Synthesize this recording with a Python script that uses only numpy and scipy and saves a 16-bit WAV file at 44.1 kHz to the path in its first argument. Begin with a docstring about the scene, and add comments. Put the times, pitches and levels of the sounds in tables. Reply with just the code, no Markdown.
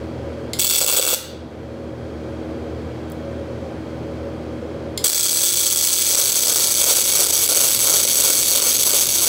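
"""In a workshop, wire-feed arc welding of steel is heard close by: a short tack, a pause, a long pass. The arc
shorts and re-ignites about 170 to 270 times a second, each time with a pop coloured by close reflections. The
torch trigger clicks just before each weld, and thin ticks sound in the pause as the metal cools. The machine's
fan, made of noise bands and steady tones, hums all along; it sinks when the gain control gives way to the arc.
Echoes of the workshop, made of dying noise, follow the welding sounds."""
import sys
import numpy as np
from scipy import signal
from scipy.fft import rfft, irfft
from scipy.io import wavfile
from scipy.ndimage import uniform_filter1d

SR = 44100
rng = np.random.default_rng(int(sys.argv[2]) if len(sys.argv) > 2 else 0)


def store_pcm(level_fs):
    """Save levels as 16-bit WAV."""
    pcm = np.round(np.clip(level_fs, -1, 1) * 32767).astype(np.int16)
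    wavfile.write(sys.argv[1], SR, np.atleast_2d(pcm).T)


def voltage_ratio(decibels):
    """Convert decibels (scalar or array-like) to amplitude ratios, 20 dB per decade."""
    exponent = np.asarray(decibels, float) / 20
    return 10 ** exponent


N = 409248  # length in samples

# The burning arc, one list a weld: start_s [s], crackle_db [dB], flutter_db (its low flutter) [dB]
WELDS = [
    [(0.588, -25, -13.5), (0.604, -23.5, -21), (0.9, -15.5, -14.5), (1.152, -17.5, -11.5)],
    [(5.039, -31, -15), (5.055, -13.5, -19.5), (5.19, -20, -23), (5.25, -16.5, -18.5), (5.49, -21, -23.5),
     (6.0, -18, -21), (6.65, -16.5, -19), (7.55, -14, -18), (9.28, -16.5, -19.5)],
]
# When the torch leaves its first place on the long pass and when it reaches its last: two times [s]
TORCH_MOVES_S = (5.4, 7.2)


def rms_one(x):
    """Scale a sound to an average strength (rms) of 1."""
    return x / np.sqrt(np.mean(x ** 2) + 1e-20)


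def at_hz(points, hz):
    """Read a table of (pitch, value) at any pitch, in straight lines over log pitch."""
    table_hz, values = np.array(points).T
    return np.interp(np.log(hz), np.log(table_hz), values)


def drift(rate_hz):
    """Slow random wandering with an rms of 1: noise through two equal smoothers."""
    r = np.exp(-2 * np.pi * rate_hz / SR)
    noise = rng.standard_normal(N + SR)
    wander = signal.lfilter([1], [1, -2 * r, r * r], noise)
    return rms_one(wander[SR:])  # the first second only settles the smoothers


def clicks(rows):
    """One-sample clicks from rows of (start_s, level_db)."""
    start_s, level_db = np.array(rows).T
    train = np.full(N, 1e-18)
    np.add.at(train, (start_s * SR).astype(int), voltage_ratio(level_db))
    return train


def resonate(x, peaks):
    """Ring a sound through resonances side by side, with alternating signs."""
    out = 0
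    for k, (pitch_hz, width_hz, level_db) in enumerate(peaks):
        r = np.exp(-np.pi * width_hz / SR)  # a narrower resonance rings longer
        feedback = [1, -2 * r * np.cos(2 * np.pi * pitch_hz / SR), r * r]
        feed = [(1 - r * r) / 2, 0, (r * r - 1) / 2]
        out = out + (-1) ** k * voltage_ratio(level_db) * signal.lfilter(feed, feedback, x)
    return out


def cut(x, hz, kind, order=2):
    """Keep only the low, high or middle part of a sound with a Butterworth filter."""
    return signal.sosfilt(signal.butter(order, hz, kind, fs=SR, output="sos"), x)


def bands():
    """Third-octave noise bands as (centre_hz, noise); neighbours come from separate noises."""
    edges_hz = 40 * 2 ** (np.arange(27) / 3)
    white = rng.standard_normal((2, N))
    out = []
    for k, (low_hz, high_hz) in enumerate(zip(edges_hz, edges_hz[1:])):
        out.append((np.sqrt(low_hz * high_hz), cut(white[k % 2], [low_hz, high_hz], "band")))
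    return out


def bursts(train, decay_s):
    """Turn every click into a puff of noise that starts at once and dies away."""
    envelope = signal.lfilter([1], [1, -np.exp(-1 / (decay_s * SR))], train)
    return envelope * rng.standard_normal(N)


def machine(noise):
    """Fan air flickers slightly band by band and rings its housing; motor and mains tones waver."""
    # Spectrum of the fan air: pitch_hz [Hz], level_db (relative) [dB per Hz]
    fan_air = [(24, -38), (40, -28), (87, -2.5), (185, -11.5), (231, -4.5), (320, -6.5), (392, -2.5),
               (556, -8.5), (630, -11), (852, -18), (1480, -23), (2000, -29.5), (4800, -37), (10200, -50),
               (16000, -59)]
    # Resonances of the fan housing: pitch_hz [Hz], width_hz [Hz], level_db [dB]
    housing = [(527, 49, 1), (1530, 130, -3), (2270, 200, 3), (3260, 120, 5), (4440, 220, 2)]
    # Motor and mains tones: pitch_hz [Hz], level_db (before the swell) [dB], waver_db [dB]
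    hum = [(79.6, -45.5, 1.6), (121.9, -48.5, 2.5), (158.8, -55, 4), (238.9, -47, 0.5), (318.2, -46, 2),
           (555, -50, 4.5)]
    # The machine grows louder through the long pass: time_s [s], swell_db [dB]
    hum_swell = [(5.6, -1.5), (8.0, 3.5)]
    fan_db = -39.5  # air rms before the swell
    air = sum(voltage_ratio(at_hz(fan_air, hz) + 0.46 * drift(7.8)) * band for hz, band in noise)
    coloured = resonate(air[::-1], housing)  # reversed, so that it is unrelated to the direct air
    air = cut(air + coloured, 65, "high")
    t = np.arange(N) / SR
    tones = 0
    for pitch_hz, level_db, waver_db in hum:
        loudness = voltage_ratio(level_db + waver_db * drift(6.8)) * np.sqrt(2)
        phase = 2 * np.pi * pitch_hz * t + 0.64 * drift(0.65)
        tones = tones + loudness * np.sin(phase)
    return (voltage_ratio(fan_db) * rms_one(air) + tones) * voltage_ratio(np.interp(t, *np.transpose(hum_swell)))


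def trigger():
    """A snap and two noise rattles, one short and one long and weaker, ring the switch and valve."""
    # Trigger clicks: start_s [s], level_db (of the driving click) [dB]
    trigger_clicks = [(0.533, -14), (4.9756, -14)]
    # Broad resonances of switch and valve: pitch_hz [Hz], width_hz [Hz], level_db [dB]
    switch = [(2110, 45, 0), (3400, 400, -1), (4500, 590, -3.5), (5060, 130, 3), (7240, 460, -5.5),
              (10000, 1600, -9.5)]
    train = clicks(trigger_clicks)
    snap = voltage_ratio(-24.0) * train
    blow = snap + voltage_ratio(0.5) * bursts(train, 0.0042) + voltage_ratio(-14) * bursts(train, 0.037)
    return resonate(blow, switch) + voltage_ratio(-23) * cut(blow, 2500, "high")


def shop(x, noise):
    """Echo of the workshop: after a short gap, noise that dies at its own speed in each band."""
    # Time the echo takes to fall by 60 dB: pitch_hz [Hz], fall_s [s]
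    fall_times = [(500, 0.52), (2000, 0.57), (4000, 0.51), (6000, 0.35), (8000, 0.3), (12000, 0.25)]
    echo_db, gap_s = -11.5, 0.0021
    t = np.arange(SR) / SR
    tail = sum(band[-SR:] * voltage_ratio(-60 * t / at_hz(fall_times, hz)) for hz, band in noise)
    tail = tail * (t > gap_s)
    return voltage_ratio(echo_db) * signal.fftconvolve(x, tail / np.linalg.norm(tail))[:N]


def pops(t, level):
    """Each re-ignition is a sharp shock in a short puff: near-even small pops, single pops at set times, and
    sizzle."""
    # Further single pops at set times: start_s [s]
    single_pops = [0.6469, 0.7104, 0.824, 0.9415, 0.9712, 1.0444, 1.1309, 1.1458, 5.045, 5.0549, 5.1836,
                   5.3946, 5.789, 6.1367, 6.2176, 6.3838, 6.473, 6.55, 6.8, 7.105, 7.3357, 7.768, 7.9333,
                   8.1044, 8.1633, 8.6388, 8.8173, 9.0973, 9.2058]
    # Long short circuits, when the arc is out: start_s [s], length_ms [ms]
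    long_shorts = [(0.795, 8.7), (0.85, 12), (0.868, 6.1), (1.002, 10.2), (5.124, 1.8), (5.138, 6.8),
                   (5.173, 3.6), (5.749, 9.5), (5.866, 2.7), (6.156, 6.9), (6.312, 6), (6.733, 7.5),
                   (6.942, 7), (7.251, 7), (7.272, 12), (7.31, 13.4), (7.467, 9.4), (7.479, 8.7),
                   (8.021, 6.3), (8.056, 12), (8.227, 3.8), (8.604, 7.5), (8.774, 7), (8.839, 8.1),
                   (8.919, 3.4), (9.079, 7.8), (9.25, 5.1)]
    cold_pops_per_s, warm_pops_per_s = 170, 270  # slower on cold steel
    uneven, size_db, clump_db = 0.4, 1, 2  # spread of the log gaps, of small pop sizes and of runs
    single_db, relight_db, relight_s = 5.5, 6, 0.002  # the arc relights hard after a long short
    puff_db, swell_s, die_s = -13.5, 0.0008, 0.0009  # a puff swells before its shock and dies after it
    hiss_db, shorted_db = -8, -56

    # Small pops: the running count of pops sets their times
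    chance = rng.standard_normal((5000, 2))
    warmth = np.interp(t, (WELDS[1][0][0], TORCH_MOVES_S[0]), [0, 1])
    count = np.cumsum(cold_pops_per_s + (warm_pops_per_s - cold_pops_per_s) * warmth) / SR
    times = np.interp(np.cumsum(np.exp(uneven * chance[:, 0])), count, t)
    singles = [(s, single_db) for s in single_pops]
    singles += [(s + ms / 1000 + relight_s, relight_db) for s, ms in long_shorts]
    singles = np.array(singles)
    apart = np.abs(times[:, None] - singles[:, 0]).min(axis=1) > 0.002  # no small pop close to a single one
    rows = np.c_[times, size_db * np.minimum(chance[:, 1], 1.5)]
    small = clicks(rows[apart & (times < t[-1])])
    small = rms_one(small * voltage_ratio(clump_db * np.minimum(drift(55), 1)))  # small shorts come in runs

    train = level * small + clicks(singles)
    puffs = bursts(train, die_s) + bursts(train[::-1], swell_s)[::-1]
    hiss = level * voltage_ratio(hiss_db) * rng.standard_normal(N)
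    crackle = -train + voltage_ratio(puff_db) * puffs + hiss
    shorted = sum((t > s) & (t < s + ms / 1000) for s, ms in long_shorts) > 0
    return crackle * uniform_filter1d(np.where(shorted, voltage_ratio(shorted_db), 1), size=60)


def response(peaks, direct_db, top_hz):
    """Close reflections plus straight sound, as the shortest causal response with energy 1."""
    low_edge_hz = 2920
    hz = np.fft.rfftfreq(4096, 1 / SR)
    power = voltage_ratio(2 * direct_db) / (1 + (hz / top_hz) ** 2)
    for pitch_hz, width_hz, level_db in peaks:
        power = power + voltage_ratio(2 * level_db) / (1 + (2 * (hz - pitch_hz) / width_hz) ** 2)
    power = power / (1 + (low_edge_hz / (hz + 1)) ** 8)
    # Folding the cepstrum (the spectrum of the log spectrum) puts the energy as early as possible
    cepstrum = irfft(np.log(power) / 2) * np.r_[1, np.full(2047, 2), np.zeros(2048)]
    shape = irfft(np.exp(rfft(cepstrum)))
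    return shape / np.linalg.norm(shape)


def arc():
    """Pops sound through close reflections, with flutter, puffs and ripple: (heard close, sent into the shop)."""
    # Peaks of the close reflections at three torch places, the tack and the start and end # of the long pass:
    # pitch_hz [Hz], width_hz [Hz], level_db [dB]
    near_tack = [(2240, 83, 5.5), (2690, 99, 3.5), (3396, 150, 6), (4520, 210, 2.5), (5760, 510, -0.5),
                 (6950, 170, 3.5), (7950, 175, 10.5), (9640, 140, 2), (12040, 500, 1.5), (15550, 670, 3.5)]
    near_start = [(2280, 100, 4.9), (3350, 86, 9.7), (3550, 58, 3.3), (4530, 590, 5.2), (5800, 180, 7.4),
                  (6380, 400, 7.5), (7990, 480, 11.4), (9830, 140, 5.1), (10760, 620, 3.2), (13100, 410, 2),
                  (13650, 200, 1.8), (15960, 520, 9.7)]
    near_end = [(2248, 56, 9.9), (3320, 92, 4.6), (3650, 110, 2), (4500, 260, 5.5), (5760, 120, 8.6),
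                (6380, 340, 8.6), (7935, 340, 10.2), (9180, 140, 1.1), (10800, 1250, 5.1),
                (12600, 150, 3.8), (14100, 210, 2), (15200, 200, 4.7)]
    # Straight sound at each of these places: level_db [dB], dull_above_hz [Hz]
    straight = [(-8.5, 13000), (-8, 44000), (-3.5, 27000)]
    # Resonances of the low flutter: pitch_hz [Hz], width_hz [Hz], level_db [dB]
    flutter_peaks = [(510, 190, 7.5), (306, 1350, -11.5), (923, 770, -0.5), (1543, 184, 1.5)]
    # The molten pool bursts with a low puff: start_s [s], level_db (before the ringing and its lift) [dB]
    pool_bursts = [(0.844, -14), (0.939, -17), (0.995, -6), (1.129, -8), (5.046, -25), (6.188, -13),
                   (6.599, -15), (6.909, -7), (6.985, -12.5), (7.219, -12), (7.516, -15), (7.563, -13),
                   (7.649, -14), (7.869, -21), (8.051, -9.5), (8.664, -15), (8.936, -9)]
    # What such a puff rings with: pitch_hz [Hz], width_hz [Hz], level_db [dB]
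    thump_peaks = [(499, 150, 0)]
    thump_lift_db = 39.5  # from click to ring
    weave_from_s, weave_hz, weave_crackle_db, weave_flutter_db = 5.94, 2.91, 2, 3
    ripple_hz, ripple_db = 360, -42

    t, level, flutter = np.arange(N) / SR, np.zeros(N), np.zeros(N)
    for weld in WELDS:
        start_s, crackle_db, flutter_db = np.transpose(weld)
        burning = (t >= start_s[0]) & (t <= start_s[-1])
        level += burning * voltage_ratio(np.interp(t, start_s, crackle_db))
        flutter += burning * voltage_ratio(np.interp(t, start_s, flutter_db))
    # The torch swings to and fro; the arc swells on each swing
    swing = np.sin(2 * np.pi * weave_hz * np.maximum(t - weave_from_s, 0) - np.pi)
    swing = swing * (t > weave_from_s)
    level = level * voltage_ratio(weave_crackle_db * swing)
    flutter = flutter * voltage_ratio(weave_flutter_db * swing)
    source = pops(t, level)

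    # The peaks shift as the torch moves
    moved, tack = np.interp(t, TORCH_MOVES_S, [0, 1]), t < WELDS[1][0][0]
    shares = (tack, ~tack * (1 - moved), moved)
    coloured = 0
    for near, share, (direct_db, top_hz) in zip((near_tack, near_start, near_end), shares, straight):
        place = response(near, direct_db, top_hz)
        coloured = coloured + signal.fftconvolve(source * share, place)[:N]

    low = cut(resonate(source, flutter_peaks), 1650, "low")
    low = flutter * low * np.std(source) / np.std(low)
    thumps = voltage_ratio(thump_lift_db) * resonate(resonate(clicks(pool_bursts), thump_peaks), thump_peaks)
    # Rectifier ripple, heard while current flows
    ripple_level = (level > 0) * voltage_ratio(ripple_db + 0.82 * drift(0.87)) * np.sqrt(2)
    ripple = ripple_level * np.sin(2 * np.pi * ripple_hz * t)
    close = coloured + low + thumps + ripple
    sent = voltage_ratio(-0.5) * cut(source, 2600, "high") + voltage_ratio(-4) * coloured + low + thumps
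    return close, sent


def cooling():
    """The hot weld ticks as it cools: tiny noise puffs with only the treble kept."""
    # Ticks: start_s [s], level_db (of the puff before the treble filter) [dB]
    ticks = [(3.0999, -45), (3.1193, -38), (3.1344, -58)]
    return cut(bursts(clicks(ticks), 0.0016), 7300, "high")


def scene():
    """Mix all sources and the echo at one microphone that feeds both channels."""
    noise = bands()
    close, sent = arc()
    small = trigger() + cooling()
    mix = close + small + shop(sent + small, noise) + machine(noise)
    return np.tile(mix, (2, 1))


def follow(level_db, fall_db_s, smooth_s):
    """Follow a level: jump up with it, fall at a set speed, then smooth."""
    ramp = fall_db_s * np.arange(N) / SR
    held = np.maximum.accumulate(level_db + ramp) - ramp
    r = np.exp(-1 / (smooth_s * SR))
    return signal.lfilter([1 - r], [1, -r], held - held[0]) + held[0]


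def low_pass(x):
    """Removes everything above the highest recorded frequency."""
    return signal.sosfilt(signal.butter(12, 16670, fs=SR, output="sos"), x)


def record(dry):
    """Gain control led by the peaks lifts quiet passages, part quickly after a loud spell, part slowly."""
    peak_db = 10 * np.log10(uniform_filter1d(dry[0] ** 2, size=40) + 1e-12)
    over_db = np.clip(peak_db + 9.0, -13, 8.0)  # above the set point, within the range of the control
    quick_db = -0.45 * follow(over_db, 95, 0.0075)
    slow_db = -0.31 * follow(over_db, 15.0, 0.0083)
    x = 0.56 * np.tanh(dry * voltage_ratio(quick_db + slow_db) / 0.55)  # peaks are rounded
    x = signal.sosfilt(signal.ellip(10, 0.5, 60, 15750, fs=SR, output="sos"), x)  # steep top edge, Hz
    x = cut(x, 45, "high")  # the microphone path passes no deep bass
    return low_pass(x)


dry = scene()
out = record(dry)
store_pcm(out)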